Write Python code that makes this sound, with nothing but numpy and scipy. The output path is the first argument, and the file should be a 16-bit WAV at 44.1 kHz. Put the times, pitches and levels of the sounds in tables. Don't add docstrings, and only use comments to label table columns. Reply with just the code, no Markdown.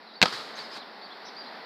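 import sys
import numpy as np
from scipy import signal
from scipy.fft import rfft, irfft
from scipy.io import wavfile

SR = 44100
rng = np.random.default_rng(int(sys.argv[2]) if len(sys.argv) > 2 else 0)


def bounce(signal):
    frames = np.transpose(np.atleast_2d(signal))
    limited = np.clip(frames, -1, 1)
    pcm = np.round(limited * 32767).astype(np.int16)
    wavfile.write(sys.argv[1], SR, pcm)


N = 72765
T = np.arange(N) / SR

# frequency_hz, density_db
AIR_SPECTRUM = [(41, -63), (70, -44), (218, 0), (288, -3.5), (374, -4), (418, -0.5), (533, -2), (803, 2),
                (1170, -2.5), (1930, -4), (2850, -14.5), (3310, -11.5), (3910, -8), (4620, -7),
                (6000, -23.5)]
# time_s, level_db
AIR_LEVEL_COURSE = [(0, -48), (.2, -49.5), (.5, -41.5), (.9, -45), (1.3, -43.5), (1.65, -43)]
# start_s, length_s, start_hz, mid_hz, end_hz,
# mid_at (share of length), waver (share of pitch), level_db (before the tree tail)
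BIRD_CHIRPS = [(.068, 0.015, 4300, 4090, 3900, .4, .02, -51.5),
               (.085, 0.062, 4000, 3860, 3600, 0.28, .07, -55.5),
               (0.135, 0.016, 5100, 4910, 3700, 0.35, .03, -51.5),
               (0.151, 0.033, 3400, 4590, 4750, 0.82, .03, -48),
               (0.551, 0.025, 6100, 6200, 5860, 0.4, .035, -55.5),
               (.585, .036, 3600, 4530, 4440, .49, .04, -42.5),
               (.632, 0.035, 5500, 5000, 4520, .4, .025, -48.5),
               (0.711, 0.06, 4700, 4940, 4310, .18, .055, -47),
               (0.778, .06, 4200, 3980, 3230, 0.19, .07, -49),
               (1.013, .046, 3100, 4600, 4750, .6, 0.022, -48),
               (1.054, .018, 4750, 4300, 3100, .3, .03, -49), (1.101, .032, 2950, 3474, 3800, .7, .02, -51),
               (1.119, .014, 3300, 4200, 3900, .7, .02, -48.5),
               (1.124, .02, 3550, 3300, 2950, 0.34, .02, -54),
               (1.246, 0.055, 4200, 5380, 4170, 0.55, 0.016, -50.5),
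               (1.248, 0.049, 5100, 5960, 5100, .42, 0.022, -56.5),
               (1.267, 0.029, 4100, 3790, 3460, .4, .07, -51.5),
               (1.363, 0.065, 4100, 4830, 4430, 0.32, .015, -43),
               (1.453, .042, 3000, 4150, 4140, .7, .022, -53)]
# start_s, click_db, rasp_db, rasp_decay_s, thump_db, ping_db
SLAP_CONTACTS = [(0.2164, 8, 2, .008, -6, -1), (0.2175, -3.5, 3, 0.0024, -13, -10),
                 (0.2267, 9.5, 7.5, 0.0011, -9, -18), (0.228, 10, 4, 0.0045, -12, -18)]
# frequency_hz, level_db
CONTACT_SPECTRUM = [(60, -24), (170, -1), (380, -9.5), (520, -3), (700, -4.5), (940, -1.5), (1230, -7),
                    (1580, -1.5), (1900, -.5), (2740, 6.5), (3200, 0), (3750, 0), (4180, 6.5), (4600, -1),
                    (4950, .5), (5450, -11), (6200, -11), (8500, -20.5), (10200, -37), (13100, -31),
                    (15000, -42)]
# frequency_hz, level_db
THUD_SPECTRUM = [(60, -32), (300, -5), (500, 4.5), (850, 6), (1080, -6), (1380, 0), (1900, -1),
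                 (2700, -4.5), (3500, -0.5), (3850, -5), (4230, 4), (4700, -4), (5500, -11.5), (7200, -18),
                 (9500, -29), (15000, -47)]
# frequency_hz, level_db, t60_s (time to fall 60 dB)
BALL_RESONANCES = [(184, 0, .042), (300, -9, .06), (500, 1.5, 0.047), (745, 5, .028), (885, 5.5, .03),
                   (1287, -3, .075), (1605, -13, .04), (2760, -11, .015), (4330, -4, .02)]
# start_s, level_db, rise_s, decay_s
DIFFUSE_RETURNS = [(.235, 1.5, .0078, 0.11), (.32, -1.2, .0078, .095), (.55, -7, 0.035, 0.07),
                   (.69, -8.5, 0.084, 0.013)]
# frequency_hz, level_db
DIFFUSE_SPECTRUM = [(60, -28), (110, -13.5), (300, -7.5), (470, -2.5), (650, -5), (1270, 1.5), (1900, -3.5),
                    (2800, -7.5), (4200, 0.5), (5100, -4.5), (5900, -15.5), (8000, -21.5), (10000, -27),
                    (14000, -34.5)]
# start_s, click_db, scatter_db, scatter_decay_s
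NEAR_ECHOES = [(.257, -1, 2, 0.0048), (0.2783, -12.5, -7.5, .005), (.284, -14.5, -11, 0.0015),
               (.326, -19, -15, .002), (0.3364, -22, -14, 0.0021)]
# frequency_hz, level_db
NEAR_SPECTRUM = [(80, -26), (195, 3), (270, -5.5), (440, -1), (540, -4), (830, 1.5), (1080, -1.5),
                 (1270, 5.5), (1550, -6), (2700, -10), (3600, -6), (4100, -5.5), (4650, -.5), (5200, -7.5),
                 (6000, -25), (8000, -25.5), (10000, -51), (14000, -52)]

AIR_LOW_HZ, AIR_TOP_HZ, TREBLE_HISS_DB = 144, 5550, -29.5
AIR_SWELL_DB, AIR_SWELL_HZ = .5, 9.63
RISE_CURVE, FALL_CURVE = 3.29, 2.97
WAVER_HZ, CHIRP_EDGE_S = 693, 0.0039
BIRD_WET_DB, BIRD_DECAY_S = -9, .05
COVER_HZ, COVER_Q = 3130, 1.3
THUMP_HZ, THUMP_DECAY_S, THUMP_RISE_S = 182, .0045, .0006
PING_HZ, PING_DECAY_S = 1610, 0.0027
RASP_RISE_S = 0.00026
THUD_S, THUD_DB, THUD_HOLD_S, THUD_DECAY_S = .2305, 9, 0.0035, 0.0043
BALL_RISE_S = .0008
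SCATTER_GRAIN_DB = 3.5
MIC_LOW_HZ, TOP_HZ = 75, 15200


def undb(db):
    return 10 ** (np.asarray(db) / 20)


def unit(x):
    return x / np.sqrt(np.sum(x ** 2) + 1e-18)


def delay(x, seconds):
    return np.concatenate([np.zeros(int(seconds * SR)), x])[:N]


def convolve(x, response):
    return signal.fftconvolve(x, response)[:N]


def butterworth(x, order, hz, kind="low"):
    return signal.sosfilt(signal.butter(order, hz, kind, fs=SR, output="sos"), x)


def click(spectrum):
    hz, db = np.array(spectrum).T
    size = 4096
    f = np.maximum(np.arange(size // 2 + 1) * SR / size, 1)
    gain = undb(np.interp(np.log(f), np.log(hz), db))
    cepstrum = irfft(np.log(gain))
    cepstrum[1:size // 2] *= 2
    cepstrum[size // 2 + 1:] = 0
    pulse = irfft(np.exp(rfft(cepstrum)))
    return unit(np.pad(pulse, (0, N - size)))


def burst(pulse, decay_s, rise_s=0., hold_s=0., grain_db=0.):
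    rise = np.minimum((T + 1 / SR) / (rise_s + 1 / SR), 1)
    fall = np.exp(-np.maximum(T - rise_s - hold_s, 0) / decay_s)
    sign, size = rng.standard_normal((2, N))
    grains = np.sign(sign) * undb(grain_db * size)
    return unit(convolve(grains * rise * fall, pulse))


def ring(hz, decay_s, rise_s=0.):
    rise = np.minimum(T / (rise_s + 1 / SR), 1)
    return unit(np.sin(2 * np.pi * hz * T) * np.exp(-T / decay_s) * rise)


def walk(rate_hz):
    return np.interp(T * rate_hz, np.arange(N), rng.standard_normal(N))


def flex(x):
    _, poles = signal.iirpeak(COVER_HZ, COVER_Q, fs=SR)
    return signal.lfilter(poles[::-1], poles, x)


def air():
    noise = rng.standard_normal(N)
    hiss = irfft(rfft(noise) * rfft(click(AIR_SPECTRUM)), N)
    hiss = butterworth(hiss, 16, AIR_TOP_HZ)
    hiss = butterworth(hiss, 4, AIR_LOW_HZ, "high")
    treble = butterworth(rng.standard_normal(N), 2, AIR_TOP_HZ, "high")
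    level_db = np.interp(T, *np.array(AIR_LEVEL_COURSE).T) + AIR_SWELL_DB * walk(AIR_SWELL_HZ)
    return (hiss + undb(TREBLE_HISS_DB) * treble) * undb(level_db)


def birds():
    out = np.zeros(N)
    for start_s, length_s, start_hz, mid_hz, end_hz, mid_at, waver, level_db in BIRD_CHIRPS:
        u = np.clip((T - start_s) / length_s, 0, 1)
        before_mid = np.maximum(1 - u / mid_at, 0) ** RISE_CURVE
        after_mid = np.maximum((u - mid_at) / (1 - mid_at), 0) ** FALL_CURVE
        glide_hz = mid_hz + (start_hz - mid_hz) * before_mid + (end_hz - mid_hz) * after_mid
        pitch_hz = glide_hz * (1 + waver * walk(WAVER_HZ))
        envelope = np.minimum(np.minimum(u, 1 - u) * length_s / CHIRP_EDGE_S, 1)
        whistle = np.sqrt(2) * np.sin(2 * np.pi * np.cumsum(pitch_hz) / SR)
        out += undb(level_db) * envelope * whistle
    trees = unit(rng.standard_normal(N) * np.exp(-T / BIRD_DECAY_S))
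    return out + undb(BIRD_WET_DB) * convolve(out, trees)


def slap():
    crack = flex(click(CONTACT_SPECTRUM))
    out = np.zeros(N)
    for start_s, click_db, rasp_db, decay_s, thump_db, ping_db in SLAP_CONTACTS:
        rasp = undb(rasp_db) * burst(crack, decay_s, rise_s=RASP_RISE_S)
        thump = undb(thump_db) * ring(THUMP_HZ, THUMP_DECAY_S, THUMP_RISE_S)
        ping = undb(ping_db) * ring(PING_HZ, PING_DECAY_S)
        out += delay(undb(click_db) * crack + rasp + thump + ping, start_s)
    thud = undb(THUD_DB) * burst(click(THUD_SPECTRUM), THUD_DECAY_S, hold_s=THUD_HOLD_S)
    modes = np.zeros(N)
    for hz, level_db, t60_s in BALL_RESONANCES:
        modes += undb(level_db) * ring(hz, t60_s / np.log(1000), BALL_RISE_S)
    return out + delay(thud + modes, THUD_S)


def echoes():
    out = np.zeros(N)
    far = click(DIFFUSE_SPECTRUM)
    for start_s, level_db, rise_s, decay_s in DIFFUSE_RETURNS:
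        tail = burst(far, decay_s, rise_s, grain_db=SCATTER_GRAIN_DB)
        out += delay(undb(level_db) * tail, start_s)
    near = flex(click(NEAR_SPECTRUM))
    for start_s, click_db, scatter_db, decay_s in NEAR_ECHOES:
        scatter = undb(scatter_db) * burst(near, decay_s)
        out += delay(undb(click_db) * near + scatter, start_s)
    return out


def scene():
    return (air() + birds() + slap() + echoes())[None]


def record(dry):
    clipped = np.clip(dry, -1, 1)
    thin = butterworth(clipped, 2, MIC_LOW_HZ, "high")
    return signal.sosfilt(signal.ellip(12, .2, 80, TOP_HZ, fs=SR, output="sos"), thin)


dry = scene()
out = record(dry)
bounce(out)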